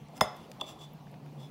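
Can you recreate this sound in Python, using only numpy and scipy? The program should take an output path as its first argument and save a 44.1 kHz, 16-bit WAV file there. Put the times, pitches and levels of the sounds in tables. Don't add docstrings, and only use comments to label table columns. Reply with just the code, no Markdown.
import sys
import numpy as np
from scipy import signal
from scipy.io import wavfile
from scipy.ndimage import uniform_filter1d

SR = 44100
rng = np.random.default_rng(int(sys.argv[2]) if len(sys.argv) > 2 else 0)


def unload_audio(sound):
    columns = np.transpose(np.atleast_2d(sound))
    steps = np.round(np.clip(columns, -1, 1) * 32767)
    wavfile.write(sys.argv[1], SR, steps.astype(np.int16))


def amplitude_ratio(level_db):
    exponent = np.asarray(level_db, float) / 20
    return 10 ** exponent


N = 66150

CONTACT_S = 0.0004
MAIN_BELOW_HZ, MAIN_ABOVE_HZ = 3000, 4000


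def evened(x):
    return x / np.sqrt(np.mean(x ** 2) + 1e-20)


def read(points, hz):
    f, value = np.transpose(points)
    return np.interp(np.log(hz + 1), np.log(f + 1), value)


def add(mix, s, sound):
    part = mix[round(s * SR):][:len(sound)]
    part += sound[:len(part)]


def ring(modes, rise_s):
    t = np.arange(SR // 3) / SR
    tones = 0
    for k, (hz, db, t60) in enumerate(modes):
        tones = tones + (-1) ** k * amplitude_ratio(db - 60 * t / t60) * np.sin(2 * np.pi * hz * t)
    return tones * (1 - np.exp(-t / max(rise_s, 1e-5)))


def band(x, hz, width):
    turn = np.exp(2j * np.pi * hz * np.arange(len(x)) / SR)
    r = np.exp(-np.pi * width / SR)
    return 2 * (turn * signal.lfilter([1 - r], [1, -r], x / turn)).real


def coloured(spectrum, patchy_db):
    frames, hz = N // 256 + 5, np.fft.rfftfreq(1024, 1 / SR)
    a, b, patches = rng.standard_normal((frames, 513, 3)).T
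    patches = uniform_filter1d(patches, size=12, axis=0)
    patches = evened(uniform_filter1d(patches, size=10, axis=1))
    z = (a + 1j * b) * amplitude_ratio(read(spectrum, hz)[:, None] + patchy_db * patches)
    return evened(signal.istft(z, nperseg=1024, noverlap=768)[1][:N])


BLADE_MODE_HZ = [2700, 3260, 3460, 4750, 4980, 5900, 7500, 10280, 13200, 14500, 15620]
# relative level in dB, t60 in seconds.
BLADE_MODE_RING = [(-12, .015), (-16, .04), (0, .03), (-21, .016), (-23, .025), (-14, .022), (-12, .016),
                   (-16, .012), (-23, .02), (-25, .012), (-22, .014)]


def blade_modes():
    return [(hz, *rest) for hz, rest in zip(BLADE_MODE_HZ, BLADE_MODE_RING)]


PLATE_MODE_HZ = [1380, 1750, 1880, 2045, 2110, 3500, 5127, 5160, 6951, 8927, 11045, 13250, 15600]
# relative level in dB, t60 in seconds.
PLATE_MODE_RING = [(5, 0.025), (-2.5, 0.044), (-6.5, 0.11), (0, 0.069), (-6, 0.14), (-42, 0.11), (4, 0.068),
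                   (-16, 0.089), (-8.5, .1), (-11, 0.095), (-9, 0.083), (-16, 0.068), (-19, .07)]


def plate_modes():
    return [(hz, *rest) for hz, rest in zip(PLATE_MODE_HZ, PLATE_MODE_RING)]


# frequency in Hz, relative level in dB, t60 in seconds.
TABLE_MODES = [(134.3, -9, 0.074), (209, -9, 0.06), (263, -9, 0.032), (416.2, -16, 0.12),
               (512.6, -9, 0.064), (572, -17.5, 0.18), (625.3, -6, 0.13), (723, -18, 0.24), (762, -12, 0.1),
               (877, -1, 0.021), (934, -2.5, 0.022), (972, 12, 0.01), (1200, 5, 0.0084)]


def table_modes(deep_db):
    return [(hz, db + deep_db * (hz < 900), t60) for hz, db, t60 in TABLE_MODES]


# start in seconds, length in seconds, level in dB,
# place of the peak from 0 to 1 (kept within .05 to .95), then, against that level,
# grit in dB (at most -7), upper blade modes in dB, plate in dB.
SAW_STROKES = [(0.141, 0.045, -60.5, 0.87, -2, 11, 3), (0.251, 0.21, -68.5, 0.95, -13, 1, -5.5),
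               (0.595, 0.018, -48, 0.6, -24, -9, -34), (0.617, 0.037, -60.5, 0.75, 16, 1, -43),
               (0.653, 0.09, -52, 0.4, -7, 5.5, -13.5), (0.776, 0.091, -55.5, 0.66, 0, 1, -42),
               (.86, 0.11, -79, 1, -34, -22, -36), (1.374, .11, -60.5, 0.41, -4.5, 0, -9)]
# frequency in Hz, relative level in dB.
GRIT_SPECTRUM = [(900, -40), (2000, -6), (3500, 0), (7500, -3), (10000, -11), (13000, -15), (16000, -15)]


def sawing():
    grit_most_db = -7
    teeth_per_s, teeth_spread_db = 2000, 1.5
    stroke_table_db = -1
    grain = 0.5

    press = np.zeros((4, N))
    for start, length, db, peak, grit_db, upper_db, plate_db in SAW_STROKES:
        u = np.linspace(0, 1, round(length * SR))
        peak = np.clip(peak, .05, .95)
        shape = amplitude_ratio(db) * np.sin(np.pi / 2 * np.minimum(u / peak, (1 - u) / (1 - peak)))
        for row, share_db in zip(press, (0, upper_db, plate_db, min(grit_db, grit_most_db))):
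            add(row, start, amplitude_ratio(share_db) * shape)

    size = amplitude_ratio(teeth_spread_db * np.minimum(rng.exponential(1, N), 4)) * rng.choice([-1., 1.], N)
    teeth = evened(size * (rng.random(N) < teeth_per_s / SR))

    blade = blade_modes()
    main = ring([m for m in blade if MAIN_BELOW_HZ < m[0] < MAIN_ABOVE_HZ], .0001)
    unit = np.linalg.norm(main)
    upper = ring(blade, .0001) + main
    table = ring(table_modes(0), 0.00017)
    plate = ring(plate_modes(), .0001)
    bodies = (main / unit + amplitude_ratio(stroke_table_db) * table / np.linalg.norm(table),
              upper / unit,
              plate / np.linalg.norm(plate))
    rung = sum(signal.oaconvolve(teeth * p, body)[:N] for p, body in zip(press, bodies))

    clumps = 1 - grain + grain * evened(uniform_filter1d(abs(teeth), size=60))
    return rung + press[3] * clumps * coloured(GRIT_SPECTRUM, patchy_db=2)


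def skidding_blade():
    skid_s = 0.0035
    tilt_db = -6
    t = np.arange(SR // 3) / SR
    held = 0
    for (hz, db, t60), turn in zip(blade_modes(), rng.random(len(BLADE_MODE_HZ))):
        tilt = tilt_db * max(np.log2(hz / MAIN_ABOVE_HZ), 0)
        dying_s = np.maximum(t - skid_s * MAIN_BELOW_HZ / hz, 0)
        held = held + amplitude_ratio(db + tilt - 60 * dying_s / t60) * np.sin(2 * np.pi * (hz * t + turn))
    return held * np.minimum(t / CONTACT_S, 1)


# time in seconds, levels of crack, blade, plate and table in dB,
# lag of the table in seconds, time constant of its rise in seconds, shift of its deep modes in dB.
PLATE_BLOWS = [(0.2095, -15.5, -24.5, -27, -14, 0.00287, 0.00047, -2),
               (.6116, -35.5, -28, -76, -25, 0.00356, 0.0024, -9)]


def blows():
    crack_t60, crack_hz, crack_width_hz = 0.012, 3500, 2330
    sway_hz, sway_db, sway_span_s = 64, -30, 0.024
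    out = np.zeros(N)
    t = np.arange(1500) / SR
    slow = np.arange(SR // 4) / SR / sway_span_s
    for s, crack_db, blade_db, plate_db, table_db, lag, rise, deep_db in PLATE_BLOWS:
        crack = evened(band(rng.standard_normal(1500), crack_hz, crack_width_hz))
        add(out, s, amplitude_ratio(crack_db - 60 * t / crack_t60) * crack * np.minimum(t / CONTACT_S, 1))
        add(out, s, amplitude_ratio(plate_db) * ring(plate_modes(), .0001))
        add(out, s, amplitude_ratio(blade_db) * skidding_blade())
        add(out, s + lag, amplitude_ratio(table_db) * ring(table_modes(deep_db), rise))
        swell = (slow * np.exp(1 - slow ** 2)) ** 2
        sway = swell * np.sin(2 * np.pi * sway_hz * sway_span_s * slow)
        add(out, s, amplitude_ratio(table_db + deep_db + sway_db) * sway)
    return out


# time in seconds, peak level in dB, centre in Hz,
# width of each of two filter passes in Hz, decay time constant of the noise in seconds.
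CRUMB_TICKS = [(0.0855, -49.5, 6040, 6260, .001), (0.1693, -41.5, 5450, 6940, .001),
               (0.177, -45, 13500, 3940, 0.0012), (0.36, -57, 12900, 4000, 0.0024),
               (0.365, -51.5, 13400, 3050, 0.0022), (0.366, -51.5, 8000, 8850, 0.0044),
               (0.505, -59, 12000, 8100, 0.0025), (0.516, -38, 3500, 6000, 0.0019),
               (.630, -58, 14500, 3000, 0.0023), (0.935, -49, 14200, 2500, 0.0027),
               (1.07, -51, 1530, 900, .003), (1.114, -56, 11500, 4000, 0.0024),
               (1.127, -58, 1940, 2040, 0.0026), (1.141, -48, 1710, 1200, 0.0024),
               (1.257, -66, 12000, 8800, 0.0025), (1.263, -50.5, 1500, 2970, 0.0025)]


def crumbs():
    out, t = np.zeros(N), np.arange(600) / SR
    noises = rng.standard_normal((len(CRUMB_TICKS), 600))
    for (s, db, hz, width, length), noise in zip(CRUMB_TICKS, noises):
        puff = band(band(noise * np.exp(-t / length), hz, width), hz, width)
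        add(out, s, amplitude_ratio(db) * puff / abs(puff).max())
    return out


# frequency in Hz, t60 in seconds.
ROOM_DECAY = [(100, .3), (400, .4), (800, .45), (1400, .45), (2000, .42), (5000, .36), (8000, .25),
              (12000, .17)]


def room(x):
    start_s, build_s, level_db = 0.004, 0.015, -15.5
    taps = np.zeros(SR // 2)
    at = np.arange(0, SR // 2 - 20, 20)
    taps[at + rng.integers(0, 20, len(at))] = rng.choice([-1., 1.], len(at))
    hz, t, z = signal.stft(taps, SR, nperseg=256)
    dying = amplitude_ratio(-60 * t / read(ROOM_DECAY, hz)[:, None])
    tail = signal.istft(z * dying, SR, nperseg=256)[1]
    tail = tail * np.minimum(np.arange(len(tail)) / SR / build_s, 1)
    out = np.zeros(N)
    add(out, start_s, signal.fftconvolve(x, tail / np.linalg.norm(tail)))
    return amplitude_ratio(level_db) * out


# centre in Hz, width of each of two filter passes in Hz,
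# relative level in dB.
HUM_BANDS = [(144.5, 21, -1), (207.4, 73, -11), (272.2, 18, -15.5)]
# time in seconds, level in dB.
HUM_SWELL = [(0, -46), (.1, -49.5), (.19, -43), (.28, -53), (.49, -64), (.54, -47), (.78, -61),
             (.84, -52.5), (.91, -54.5), (.95, -46.5), (1.08, -55), (1.11, -47), (1.32, -52), (1.38, -44.5),
             (1.5, -52)]


def appliance_hum():
    hum = 0
    for hz, width, db in HUM_BANDS:
        tone = band(band(rng.standard_normal(N), hz, width), hz, width)
        hum = hum + amplitude_ratio(db) * evened(tone)
    return amplitude_ratio(np.interp(np.arange(N) / SR, *np.transpose(HUM_SWELL))) * hum


# frequency in Hz, relative density in dB per Hz.
AIR_SPECTRUM = [(18, -68), (30, -8), (80, -21), (112, -20), (157, -3.5), (266, -13), (650, -15),
                (800, -12.5), (1220, -24), (1500, -31), (2410, -29), (4000, -34.5), (6000, -39),
                (8000, -44.5), (12000, -44.5), (15500, -45)]
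# time in seconds, change of level in dB.
AIR_CHANGE = [(0, 1), (.4, 3.5), (.6, 2.5), (.9, 1), (1.2, 0.5), (1.5, 1.5)]


def room_air():
    air_db = -54.5
    swell_db = np.interp(np.arange(N) / SR, *np.transpose(AIR_CHANGE))
    return amplitude_ratio(air_db + swell_db) * coloured(AIR_SPECTRUM, patchy_db=2.0)


def scene():
    near = sawing() + blows() + crumbs()
    return (near + room(near) + appliance_hum() + room_air())[None]


def top_cut(x):
    return signal.sosfilt(signal.butter(12, 16650, fs=SR, output="sos"), x)


def record(dry):
    low_cut = signal.butter(2, 58, "high", fs=SR, output="sos")
    edge = signal.firwin(255, 15950, window=("kaiser", 8), fs=SR)
    mix = signal.oaconvolve(signal.sosfilt(low_cut, dry), edge[None], "same")
    return top_cut(mix)


dry = scene()
out = record(dry)
unload_audio(out)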